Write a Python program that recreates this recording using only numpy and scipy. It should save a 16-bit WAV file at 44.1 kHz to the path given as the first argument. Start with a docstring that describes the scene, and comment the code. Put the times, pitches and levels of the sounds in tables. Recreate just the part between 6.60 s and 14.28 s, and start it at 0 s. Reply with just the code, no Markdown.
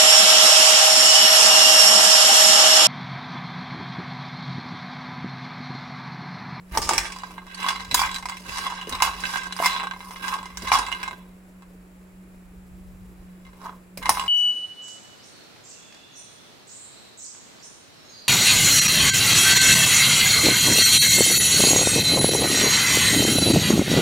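"""Raw peanuts are stirred in a dry metal pan with a wooden spatula, heard from close above.
Rolling nuts tap the pan, which rings in short modes, and their hard shells click on each other.
Single nuts land and chatter; the spatula drags over the metal and knocks on it.
Tiled walls add a short tail. Behind it all an appliance hums over the kitchen's rumble and faint hiss."""
import sys
import numpy as np
from scipy import signal
from scipy.fft import rfft, irfft
from scipy.io import wavfile
from scipy.ndimage import uniform_filter1d

SR = 44100
rng = np.random.default_rng(int(sys.argv[2]) if len(sys.argv) > 2 else 0)


def file_out(sig):
    """Save sig as 16-bit WAV at sys.argv[1]."""
    # one column per channel
    cols = np.atleast_2d(sig).T
    # limit, then scale
    lim = np.clip(cols, -1, 1)
    pcm = np.round(lim * 32767).astype(np.int16)
    wavfile.write(sys.argv[1], SR, pcm)


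N = 338699

# room tone of the kitchen: f/Hz, level/dB
ROOM_TONE = [(15, -32), (25, -6.5), (50, -10.5), (75, -21), (150, -22), (230, -27), (335, -16.5),
             (450, -25.5), (900, -28.5), (2500, -35), (3200, -42.5), (6500, -48.5), (11000, -46.5),
             (16000, -46.5)]
# its stereo width: f/Hz, side-to-mid ratio
ROOM_WIDTH = [(40, .25), (300, 0.49), (1500, 1), (8000, .9)]
# faint steady bands of hiss: f/Hz, width/Hz, level/dB
HISS_BANDS = [(7520, 880, -72), (10040, 400, -73.5)]
# deep bass swells as the pan is worked: t/s, rise/s, hold/s, fall/s, level/dB
BASS_SWELLS = [(0.12, -0.64, 0.16, -0.5, -38), (0.373, -2, .005, 0.2, -40.5),
               (1.346, 0.2, 0.0044, 0.6, -40), (1.89, -0.1, .005, 0.1, -40), (2.331, 0.06, 0.038, 0.6, -42),
               (4.047, 0.3, 0.051, 0.5, -43), (6.078, -2, .005, -1.5, -45), (6.309, 1, 0.0053, 1, -44),
               (7.376, -0.44, 0.082, .5, -42.5)]
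# the blade scuffs the metal: t/s, hold/s, level/dB
BLADE_SCUFFS = [(0.174, 0.019, -34.5), (0.22, 0.025, -42), (0.291, 0.059, -33.5), (1.336, 0.0023, -36.5),
                (1.837, 0.055, -48.5), (2.276, 0.012, -41.5), (2.328, 0.019, -39), (2.412, 0.012, -41.5),
                (3.016, .01, -41), (4.03, 0.0088, -39.5), (4.116, 0.0086, -44), (7.393, 0.0083, -44),
                (7.491, 0.0041, -35.5)]
# the blade knocks on the pan: t/s, level/dB, f/Hz, edge click/dB
BLADE_KNOCKS = [(0.173, -6, 907, -41), (0.291, -11.5, 1220, -35), (.309, -12.5, 880, -43.5),
                (0.378, -20.5, 780, -18), (1.345, -9.5, 970, -7), (2.273, -25, 450, -52.5),
                (2.294, -44.5, 600, -31), (2.422, -12.5, 941, -18.5), (3.001, -11.5, 691, -45),
                (4.118, -11.5, 880, -32), (5.151, -40, 333, -70), (7.374, -27.5, 576.5, -28),
                (7.493, -6, 900.6, -8)]
# pan modes, damped by the nuts: f/Hz, width/Hz, level/dB, right minus left/dB, left phase lead/rad
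PAN_MODES = [(873, 90, -13.5, -2, -0.4), (968, 69, -13.5, 2, -0.4), (1004.6, 66, -2.5, 3, -0.6),
             (1069.3, 52, -1.5, 3, -0.9), (1096, 250, -6.5, -0.5, 0), (1266, 61, -17.5, 1, 0.5),
             (1583.6, 40, -7, 8.5, 3), (2000, 70, -11.5, 0, 1.34), (2104, 38, -10.5, 0, 0.6),
             (2350, 90.2, -17, -10.5, -1.5), (2629, 70, -12.5, 8.5, 2.13), (2882, 52, -11, 1.5, -0.5),
             (3200, 23, -29, 8, 0.1), (3376, 43, -13, 2.5, 2), (3450, 50.6, -19.5, 1.5, -0.8),
             (3848, 54, -13.5, 1.5, 1.5), (4009, 50, -14.5, 0.5, 0.36), (4470, 66.8, -17.5, 2, 1.8),
             (4840, 60, -16.5, 12.5, 3), (5154, 30, -15.5, 4.5, -2.5), (5340, 43, -20, 0, -0.5),
             (5650, 110, -17, 10, 2.5), (5950, 60, -24.5, 3, 4.5), (6514, 45, -22.5, 3.5, -0.7),
             (6620, 54, -20, 7, 2.6), (7240, 66.9, -24.5, 1.5, -1.4), (7960, 65, -27, 3.5, -1.5),
             (8200, 45, -26, -0.5, 0), (8530, 46, -20.5, 3.5, -0.5), (9940, 250, -20.5, 4.5, -1)]
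# modes of the wooden blade while it first digs in and damps the pan: columns as for the pan
BLADE_MODES = [(333, 25, 4.5, 0, 0), (536, 40, -5, 0, 0), (670, 33, -11, 0, 0), (897, 70, -4, 1.5, -0.49),
               (1173, 24, -6.5, 2.6, -0.39), (1840, 190, -10.5, 0.81, 0), (2270, 39, -15, 1.2, -0.027)]
# a small pan sends out little bass: f/Hz, gain/dB
PAN_RADIATION = [(200, -22.5), (500, -12.5), (750, 0.5), (900, 1.5), (16000, -2)]
# the heap slides off a spot and one mode rings out: t/s, length/s, f/Hz, gain/dB
FREED_MODES = [(.944, .012, 4450, 8.5), (1.155, 0.053, 3960, 9.5), (1.314, 0.03, 3920, 9.5),
               (1.375, .03, 3385, 9), (1.385, .06, 2360, 10), (1.42, .05, 1579, 5.5),
               (1.55, .035, 3960, 3.5), (2.02, .03, 1579, 8.5), (2.05, .02, 3385, 7.5),
               (2.213, .03, 2882, 4.5), (2.325, 0.022, 3870, 8), (2.64, .03, 2625, 4.5),
               (2.83, .055, 1579, 7), (2.921, 0.013, 3960, 14), (3.02, .06, 2107, 9),
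               (3.047, .025, 3385, 9), (3.13, 0.025, 4000, 6), (3.165, 0.042, 3385, 2.5),
               (3.606, .025, 1579, 0), (4.1, .03, 2360, 7.5), (4.155, .02, 3385, 6), (4.19, .03, 1579, 7.5),
               (4.305, .03, 2882, 8.5), (4.434, .015, 3960, -2), (7.425, .045, 2107, 3.5),
               (7.49, .015, 8400, 14), (7.59, .04, 2882, 7.5)]
# body of a click: f/Hz, gain/dB
CLICK_TONE = [(700, -30), (1200, -11.5), (2000, -6), (4000, -12.5), (6000, -11), (8500, -10),
              (10000, -20.5), (12000, -37)]
# bright top of a click: f/Hz, gain/dB
SHEEN_TONE = [(7000, -47), (9000, 2.5), (10000, -5.5), (12000, -4.5), (15500, -8.5)]
# pushes of the spatula and the rolling that follows them:
# t/s, rise/s, hold/s, fall/s, dull ring/dB, upper ring/dB, shell clicks/dB, sheen/dB
STIR_STROKES = [(0.127, 0.05, 0.1, -0.01, -37.5, -41.5, -49, -42.5),
                (0.225, -0.0353, 0.035, 0.36, -33, -38, -26.5, -35),
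                (0.296, -0.11, 0.011, 0.27, -28.5, -28, -29, -46),
                (0.383, 0, 0.0055, 0.16, -35, -38, -51, -50),
                (0.618, -0.3, 0.25, -0.03, -49, -53, -57, -56),
                (1.085, 0.19, 0.0043, 0.15, -29, -31, -40.5, -40),
                (1.192, -0.01, 0.0043, 0.2, -40.5, -38, -43.5, -48),
                (1.374, 0.0547, 0.06, 0.1345, -26.5, -27.5, -30, -29),
                (1.548, 0.32, 0.0049, 0.11, -37, -40.5, -45, -46),
                (1.706, -0.96, 0.0046, 0.1, -42, -44, -61.5, -54),
                (1.986, 0.27, 0.098, 0.28, -35.5, -35, -36.5, -40),
                (2.384, 0.37, 0.023, 0.5, -36, -39, -49.5, -57.5),
                (2.427, 0.014, 0.05, 0.06, -25.5, -26.5, -28, -24.5),
                (2.653, 0.34, 0.14, 0.45, -40, -36.5, -39, -41),
                (3.054, 0.07, 0.014, 0.1755, -23, -24, -29, -22.5),
                (3.127, 0.21, 0.1, 0.12, -38, -36.5, -43, -47.5),
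                (3.46, 0.15, 0.11, 1, -46, -53, -50.5, -44),
                (3.687, 0.23, 0.05, 0.18, -32.5, -34.5, -41, -38.5),
                (4.072, 0.0957, .03, 0.0653, -34, -36, -43, -42),
                (4.122, 0.01, 0.057, 0.1324, -20.5, -26.5, -27.5, -29.5),
                (4.292, 0.7, 0.19, 0.23, -45, -43.5, -53, -52),
                (6.907, 1.1, 0.06, 0.5, -67, -67.5, -71.5, -72),
                (7.054, 0.09, 0.021, 0.11, -38.5, -50, -55.5, -52),
                (7.429, 0.03, 0.048, 0.06, -36, -42, -55.5, -46),
                (7.494, 0.02, 0.004, 0.12, -41, -34.5, -34, -40),
                (7.54, -0.0534, 0.064, 0.46, -34, -36.5, -40.5, -37)]
# single nuts or the blade's edge strike the pan: t/s, dull ring/dB, upper ring/dB, crack/dB, favoured f/Hz
SINGLE_TAPS = [(0.15, -18, -28, -38, 1560), (0.174, -14, -21.5, -19.5, 4420), (0.218, -23, -39, -27, 5130),
               (0.291, -6.5, -18, -16.5, 1900), (0.31, -7.5, -26, -40, 2290),
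               (0.334, -13.5, -22, -23, 2280), (0.38, -26, -18, -16.5, 5700),
               (0.455, -44, -27.5, -55, 3400), (0.521, -37, -39, -34, 4870), (0.562, -28, -46, -44, 2110),
               (0.586, -35, -45, -38, 4010), (0.635, -24, -34.5, -54.5, 1580),
               (0.708, -33, -46.5, -49, 2650), (0.781, -29.5, -37, -59, 2140),
               (0.867, -36.5, -44, -52, 1630), (0.946, -40, -48, -38, 4530), (0.977, -45, -38.5, -43, 4000),
               (1.002, -36, -33.5, -36, 3980), (1.029, -28, -27.5, -38, 2610), (1.043, -27, -35, -47, 2100),
               (1.064, -18.5, -25.5, -36, 2830), (1.086, -22, -17, -22, 3410), (1.105, -25, -25, -32, 2860),
               (1.159, -25, -32.5, -41, 2090), (1.205, -28.5, -41, -43, 4040), (1.248, -41, -40, -43, 4030),
               (1.312, -29, -22, -30.5, 4080), (1.344, -8.5, -17, -12, 3960),
               (1.393, -15, -25, -25.5, 3320), (1.417, -10, -34, -24.5, 4880), (1.437, -19, -33, -39, 1580),
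               (1.459, -19, -41, -34, 1570), (1.514, -35, -34, -36, 1580), (1.544, -34, -27, -31, 3970),
               (1.561, -30, -27.5, -33.5, 3970), (1.584, -30, -37, -36, 1580),
               (1.626, -27, -36.5, -44, 2090), (1.656, -22, -32.5, -33, 2080),
               (1.687, -27, -32.5, -34, 2100), (1.696, -22.5, -35, -34, 1600), (1.721, -29, -35, -48, 2080),
               (1.769, -36, -35, -39.5, 2630), (1.894, -47, -33.5, -44, 2630), (1.922, -43, -38, -41, 3850),
               (1.972, -29, -27.5, -31, 1959), (1.983, -25, -28, -27, 2040), (2.066, -17.5, -31, -37, 3300),
               (2.101, -24, -31.5, -40, 1571), (2.122, -22, -36, -54, 1580), (2.189, -30, -43, -53, 2110),
               (2.213, -44, -35, -43, 2880), (2.227, -31, -33.5, -46, 2800),
               (2.271, -41, -36.5, -43.5, 2900), (2.293, -43, -45, -30.5, 2170),
               (2.325, -28, -28.5, -35, 3880), (2.351, -27, -35, -34, 3880), (2.402, -18, -26, -41, 2060),
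               (2.422, -4, -12.5, -16, 2840), (2.604, -37, -37, -33, 2026),
               (2.637, -30, -25.5, -43.5, 1581), (2.654, -36, -24, -46, 2570),
               (2.694, -28, -29.5, -51, 1579), (2.738, -25.5, -30, -50, 1570),
               (2.758, -21.5, -23, -43, 1600), (2.772, -25.5, -28, -34.5, 1570),
               (2.834, -32, -39, -41, 1580), (2.857, -40, -37, -46, 1560), (2.869, -33, -40, -42, 1580),
               (2.924, -36, -26, -36, 1535), (2.965, -28, -34.5, -34, 1530), (2.99, -25, -32, -41, 2900),
               (3.001, -25, -34, -40, 1570), (3.025, -13, -43, -32, 2037), (3.036, -12.5, -32, -34, 2092),
               (3.046, -19, -27, -27, 2050), (3.059, -15, -23, -15.5, 2120), (3.13, -29, -29, -38, 1570),
               (3.163, -24, -26, -43, 3420), (3.198, -21.5, -26.5, -43.5, 2060),
               (3.231, -24, -38, -42, 1540), (3.237, -20, -30, -44, 1600), (3.27, -24, -30.5, -46, 1590),
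               (3.311, -24, -28, -48, 1607), (3.336, -28.5, -35, -53, 2100), (3.363, -33, -48, -65, 2100),
               (3.405, -34.5, -35, -58, 2136), (3.428, -36.5, -42, -57, 2100),
               (3.508, -30, -37.5, -41, 2103), (3.56, -33.5, -34, -53, 2060), (3.641, -33, -30, -41, 1620),
               (3.681, -23, -23, -33, 1610), (3.738, -22.5, -26, -33.5, 1539),
               (3.787, -28.5, -35, -48, 1580), (3.829, -29, -42, -47, 2090),
               (3.857, -32.5, -36.5, -42, 2110), (3.972, -36, -31.5, -31, 5554),
               (4.022, -44, -37, -36.5, 2048), (4.073, -28, -25.5, -40, 2070),
               (4.083, -31, -25.5, -33, 3880), (4.118, -7, -15, -29, 2376), (4.154, -8, -22, -27, 3341),
               (4.187, -20, -29.5, -24.5, 1560), (4.265, -29, -28, -38, 2080),
               (4.285, -22.5, -33, -42, 1542), (4.317, -27, -26.5, -39, 2150),
               (4.326, -31, -24.5, -39, 3026), (4.348, -34, -32, -46, 1580), (4.43, -30, -25, -33, 1600),
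               (4.462, -32, -39, -52, 2082), (4.478, -25, -29, -40, 1590), (4.51, -32, -35, -52, 2130),
               (4.53, -35.5, -40, -55, 1590), (5.022, -41.5, -50.5, -60, 2630),
               (6.851, -52.5, -50, -62, 2065), (6.866, -46, -47.5, -62, 2086), (6.889, -49, -55, -65, 2160),
               (6.931, -49, -52, -67, 1560), (7.016, -35, -54, -55, 1460), (7.058, -26, -45, -54, 1610),
               (7.094, -29, -46.5, -59, 1590), (7.127, -37, -61, -68, 1610),
               (7.374, -37.5, -42, -35.5, 2070), (7.427, -31, -32, -43, 2090),
               (7.457, -16.5, -23, -32.5, 2050), (7.493, -5, -22, -14.5, 2059),
               (7.572, -14.5, -28, -41, 1582), (7.596, -24, -29, -31, 2937), (7.613, -25, -35.5, -42, 2102),
               (7.637, -24, -39, -44, 1571), (7.66, -29, -47, -44, 1551)]
# tone of the rumble, the wall tail and the dragging blade: f/Hz, gain/dB
RUMBLE_TONE = [(20, -23), (45, 7.5), (80, -3), (150, -12), (300, -46)]
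WALL_TONE = [(300, 2), (3000, .5), (12000, 5)]
DRAG_TONE = [(120, -2), (220, .5), (330, -2.5), (600, -1.5), (900, -26.5)]
# how dull ring, upper ring, clicks and sheen follow a stroke: rise steepness, hold share, fall steepness
STROKE_RESPONSE = [(1.514, .88, 1.27), (1, .8, 1), (.98, .51, 1.4), (.98, .68, 5.5)]

ROOM_DB, RUMBLE_DB, HUM_DB, HUM_HZ = -55, -58.5, -48, 183.3
DRAG_REST_DB, DRAG_PER_DB = -61.5, .2765  # drag with the heap at rest; its rise per dB of rolling
KNOCK_T60_S, EDGE_LAG_S = .03, .0004
PRESSED_UNTIL_S, PRESS_DULL_DB, PRESS_UPPER_DB = .5, -19, -3.5  # the pressed blade mutes the pan
FAVOUR_DB, FAVOUR_WIDTH = 9, .03  # boost of a favoured mode; its reach as a share of pitch
MODE_DRIFT = .0042  # share by which the weight of the nuts moves each mode
CLUMP_DB, LAYER_CLUMP_DB = 1.5, 1.3  # nuts tumble in clumps, some dull and some bright
ALL_ROLL_DB = -34  # upper ring at which every nut rolls
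BOUNCE_GAP_S, BOUNCE_DB = .005, -4.5  # mean gap and level step per bounce
BLADE_FROM_DB, BLADE_LOSS_PER_DB = -16, .6  # a louder blow is the blade, which hardly bounces


def undb(db):
    """Decibels to amplitude."""
    return 10 ** (np.asarray(db) / 20)


def unit(x):
    """Scale to rms 1."""
    return x / np.sqrt(np.mean(x ** 2))


def on_log(points, hz):
    """Read an (f/Hz, value) table on a log-frequency axis."""
    f, v = np.transpose(points)
    return np.interp(np.log(np.maximum(hz, 1)), np.log(f), v)


def colour(x, points):
    """EQ the last axis with (f/Hz, gain/dB) points."""
    size = x.shape[-1]
    return irfft(rfft(x) * undb(on_log(points, np.arange(size // 2 + 1) * SR / size)), size)


def ring(x, hz, width_hz, rise_hz):
    """One decaying complex mode; a second, wider pole softens its attack, as a springy contact does."""
    poles = np.exp((2j * np.pi * hz - np.pi * np.array([width_hz, rise_hz])) / SR)
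    return signal.lfilter([1 - abs(poles[1])], np.poly(poles), x)


def wander(rate_hz):
    """Smooth random modulation at rms 1: held steps, slewed twice."""
    hold = int(SR / rate_hz)
    steps = np.repeat(rng.standard_normal(N // hold + 1), hold)
    return unit(uniform_filter1d(uniform_filter1d(steps, hold), hold)[:N])


def burst(t60_s):
    """Noise that dies away, partly different on each side."""
    t = np.arange(SR // 2) / SR
    noise = rng.standard_normal((3, len(t)))
    decay = np.exp(-np.log(1000) * t / t60_s)
    return (noise[0] + .91 * noise[1:]) * decay / np.sqrt(np.sum(decay ** 2))


def swell(peak_s, rise_s, hold_s, fall_s, db, response=(1, 1, 1)):
    """Envelope in dB of swells summed as powers; rise and fall are times per 20 dB, floored at 3 ms."""
    t = np.arange(N * 1000 // SR + 2)[:, None] / 1000
    up = response[0] * np.maximum(peak_s - t, 0) / np.maximum(rise_s, .003)
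    release_s = peak_s + response[1] * np.maximum(hold_s, 0)
    down = response[2] * np.maximum(t - release_s, 0) / np.maximum(fall_s, .003)
    power = np.sum(undb(np.maximum(db - 20 * (up + down), -150)) ** 2, axis=1)
    return np.interp(np.arange(N) / SR, t[:, 0], 10 * np.log10(power))


def room_tone():
    """The kitchen's noise bed, narrow in the bass and wide on top, with two faint bands of hiss."""
    mid, side = colour(rng.standard_normal((2, N)), ROOM_TONE)
    side = irfft(rfft(side) * on_log(ROOM_WIDTH, np.arange(N // 2 + 1) * SR / N), N)
    air = undb(ROOM_DB) * (mid + side * np.array([[1], [-1]])) / np.std(mid)
    for hz, width_hz, db in HISS_BANDS:
        band = ring(rng.standard_normal((2, N)), hz, width_hz, 1.4 * width_hz)
        air += undb(db) * unit(band.imag)
    return air


def rumble():
    """Deep, nearly centred noise that swells as the pan is worked."""
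    mid, side = colour(rng.standard_normal((2, N)), RUMBLE_TONE)
    gain = np.hypot(undb(RUMBLE_DB + wander(3)), undb(swell(*np.transpose(BASS_SWELLS))))
    return unit(mid + .28 * side * np.array([[1], [-1]])) * gain


def appliance_hum():
    """One low tone that wavers slightly in pitch and level."""
    phase = 2 * np.pi * np.cumsum(HUM_HZ + 1.2 * wander(16)) / SR
    level_db = HUM_DB + .5 * wander(4.9) + 2 * wander(22)
    return np.sqrt(2) * undb(level_db) * np.sin(phase) * undb([[-.6], [.6]])


def wall_tail(direct):
    """Tiled walls return a short, diffuse tail."""
    tail = signal.fftconvolve(direct.mean(axis=0)[None], burst(t60_s=.27), axes=1)[:, :N]
    return colour(tail, WALL_TONE)


def spatula_drag():
    """Wood drags over metal: dull, grainy noise that follows the strokes and flares at scuffs."""
    grain = rng.standard_normal(N) * undb(3.2 * wander(60))
    rolling_db = np.maximum(swell(*np.transpose(STIR_STROKES)[:5]) + 70, 0)
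    peak_s, hold_s, db = np.transpose(BLADE_SCUFFS)
    scuff_db = swell(peak_s, rise_s=.02, hold_s=hold_s, fall_s=.038, db=db)
    gain = np.hypot(undb(DRAG_REST_DB + DRAG_PER_DB * rolling_db), undb(scuff_db))
    return unit(colour(grain, DRAG_TONE)) * gain * undb([[-.3], [.3]])


def spatula_knocks():
    """A soft push into one short wooden mode, with the crack of wood on metal and a thin edge click."""
    body = np.zeros(N)
    t = np.arange(SR // 4) / SR
    envelope = np.exp(-np.log(1000) * t / KNOCK_T60_S) * (1 - np.exp(-t / .00017))
    for start_s, db, hz, _ in BLADE_KNOCKS:
        knock = np.sin(2 * np.pi * hz * t) * envelope
        i = int(start_s * SR)
        body[i:i + len(t)] += undb(db) * knock[:N - i]
    start_s, knock_db, _, edge_db = np.transpose(BLADE_KNOCKS)
    edge = clicks(((start_s + EDGE_LAG_S) * SR).astype(int), edge_db + 25, SHEEN_TONE, .04)
    crack = clicks((start_s * SR).astype(int), knock_db + 3, CLICK_TONE, .012)
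    return body * undb([[-.5], [.5]]) + edge + crack


def clicks(at, level_db, tone, decay_s, places=6):
    """Short broadband cracks of hard contacts, smeared by the heap; each place has its own colour."""
    blows = np.zeros((places, 1, N))
    np.add.at(blows, (rng.integers(0, places, len(at)), 0, at), undb(level_db))
    bands_hz = np.geomspace(1000, 16000, 24)
    place_db = 5 * rng.standard_normal((places, 24)) - 1
    tails = np.array([colour(burst(decay_s)[:, :SR // 5], list(zip(bands_hz, db))) for db in place_db])
    tails *= np.exp(-np.arange(SR // 5) / SR / decay_s)
    return colour(signal.oaconvolve(blows, tails, axes=2)[:, :, :N].sum(axis=0), tone)


def pan_ring(at, dull_db, upper_db, treble_db, favoured_hz, spot_db, smear_rad, spread, shift_db):
    """Each tap's spot wakes the modes differently; the shifting heap mutes, frees and detunes them."""
    out, tap_s = np.zeros((2, N)), at / SR
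    pressed = tap_s < PRESSED_UNTIL_S
    for mode in PAN_MODES + BLADE_MODES:
        hz, width_hz, mode_db, lean_db, lead_rad = mode
        level_db = dull_db if hz < 1400 else upper_db if hz < 4400 else treble_db
        if mode in BLADE_MODES:
            level_db = np.where(pressed, level_db, -200)
        else:
            level_db = level_db + pressed * (PRESS_DULL_DB if hz < 1400 else PRESS_UPPER_DB * (hz < 5000))
        level_db += FAVOUR_DB * np.exp(-((favoured_hz / hz - 1) / FAVOUR_WIDTH) ** 2)
        for start_s, length_s, free_hz, free_db in FREED_MODES:
            outside_s = np.maximum(np.abs(tap_s - start_s - length_s / 2) - length_s / 2, 0)
            level_db += free_db * np.exp(-(outside_s / .01) ** 2 - ((free_hz / hz - 1) / FAVOUR_WIDTH) ** 2)
        spot, lag, position = rng.standard_normal((len(at), 3)).T
        size = undb(level_db + mode_db + spot_db * spot + shift_db * wander(14)[at]) * np.sqrt(width_hz)
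        size = size * np.exp(1j * smear_rad * lag)  # the bending wave reaches the rim later for some modes
        blows = np.zeros((2, N), complex)
        np.add.at(blows[0], at, size)
        np.add.at(blows[1], at, size * spread * min(hz / 3000, 1) * position)
        drift = np.exp(2j * np.pi * np.cumsum(MODE_DRIFT * hz * wander(5)) / SR)
        mid, side = drift * ring(blows / drift, hz, width_hz, 1.7 * hz + 340)
        out[0] += undb(-lean_db / 2) * np.imag((mid + side) * np.exp(.5j * lead_rad))
        out[1] += undb(lean_db / 2) * np.imag((mid - side) * np.exp(-.5j * lead_rad))
    return colour(out, PAN_RADIATION)


def tumble(full_rate_hz=1500):
    """Strokes set nuts tumbling at random: each contact's sample index and its four layer levels."""
    columns = np.transpose(STIR_STROKES)
    timing, peaks_db = columns[:4], columns[4:]
    layers_db = np.array([swell(*timing, db, response) for db, response in zip(peaks_db, STROKE_RESPONSE)])
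    gap, force, luck = rng.random((13000, 3)).T
    at = (np.cumsum(-np.log(1 - gap)) / full_rate_hz * SR).astype(int)
    at = np.minimum(at, N - 1)
    moving_share = np.clip(undb(layers_db[1, at] - ALL_ROLL_DB), .5, 1)  # a gentle stir moves fewer nuts
    rolls = (at < N - 1) & (luck < moving_share)
    at = at[rolls]
    size_db = np.minimum(-2.5 * np.log(1 - force[rolls]), 6)  # most taps are light, a few land hard
    size_db += CLUMP_DB * wander(25)[at] - 10 * np.log10(full_rate_hz * moving_share[rolls])
    layers_db += LAYER_CLUMP_DB * np.array([wander(40) for _ in layers_db])
    return at, layers_db[:, at] + size_db


def rolling_nuts():
    """The rolling heap: a dense patter rings the pan while shells click on each other."""
    at, (dull_db, upper_db, click_db, sheen_db) = tumble()
    metal = pan_ring(at, dull_db + 3.5, upper_db + 5.5, click_db + 10, favoured_hz=0,
                     spot_db=3, smear_rad=2.49, spread=.76, shift_db=2)
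    # shell clicks scatter more in size than the pan's ring
    crisp_db = 3 * (np.minimum(rng.exponential(size=len(at)), 4) - 1.5)
    shells = clicks(at, click_db + crisp_db + 47, CLICK_TONE, .034)
    sheen = clicks(at, sheen_db + crisp_db + 41.5, SHEEN_TONE, .02714)
    return metal + shells + sheen


def bounces(contacts=3):
    """A landing nut chatters: the tap columns, each tap followed by its weaker bounces."""
    tap_s, dull_db, upper_db, crack_db, favoured_hz = np.transpose(SINGLE_TAPS)[:, :, None]
    gaps_s = BOUNCE_GAP_S * (.5 + rng.random((len(tap_s), contacts)))
    delay_s = np.cumsum(gaps_s, axis=1) - gaps_s[:, :1]
    step_db = BOUNCE_DB - BLADE_LOSS_PER_DB * np.maximum(dull_db - BLADE_FROM_DB, 0)
    fade_db = step_db * np.arange(contacts)
    columns = (tap_s + delay_s, dull_db + fade_db, upper_db + fade_db, crack_db + 2 * fade_db,
               np.repeat(favoured_hz, contacts))
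    return [column.ravel() for column in columns]


def landing_nuts():
    """Single nuts or the blade's edge hit the pan: a sharp tick of contact, a crack and a short ring."""
    tap_s, dull_db, upper_db, crack_db, favoured_hz = bounces()
    at = (tap_s * SR).astype(int)
    metal = pan_ring(at, dull_db - 23.5, upper_db - 16, crack_db - 9.5, favoured_hz,
                     spot_db=1.8, smear_rad=1.1, spread=.53, shift_db=.78)
    crack = clicks(at, crack_db + 31.5, CLICK_TONE, .075)
    sheen = clicks(at, crack_db + 17.5, SHEEN_TONE, .04795)
    tick = clicks(at, upper_db + 15, CLICK_TONE, .014)
    return metal + crack + sheen + tick


def scene():
    """Nuts and spatula up front, their tail off the walls, and the kitchen bed behind."""
    direct = rolling_nuts() + landing_nuts() + undb(-2.5) * spatula_knocks() + spatula_drag()
    return direct + undb(-13) * wall_tail(direct) + room_tone() + rumble() + appliance_hum()


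def record(dry):
    """Soft clipping rounds the loudest peaks and a steep low-pass cuts the top."""
    lowpass = signal.ellip(10, .2, 80, 15900, fs=SR, output="sos")
    return signal.sosfilt(lowpass, .95 * np.tanh(dry / .95))


dry = scene()
out = record(dry)
file_out(out)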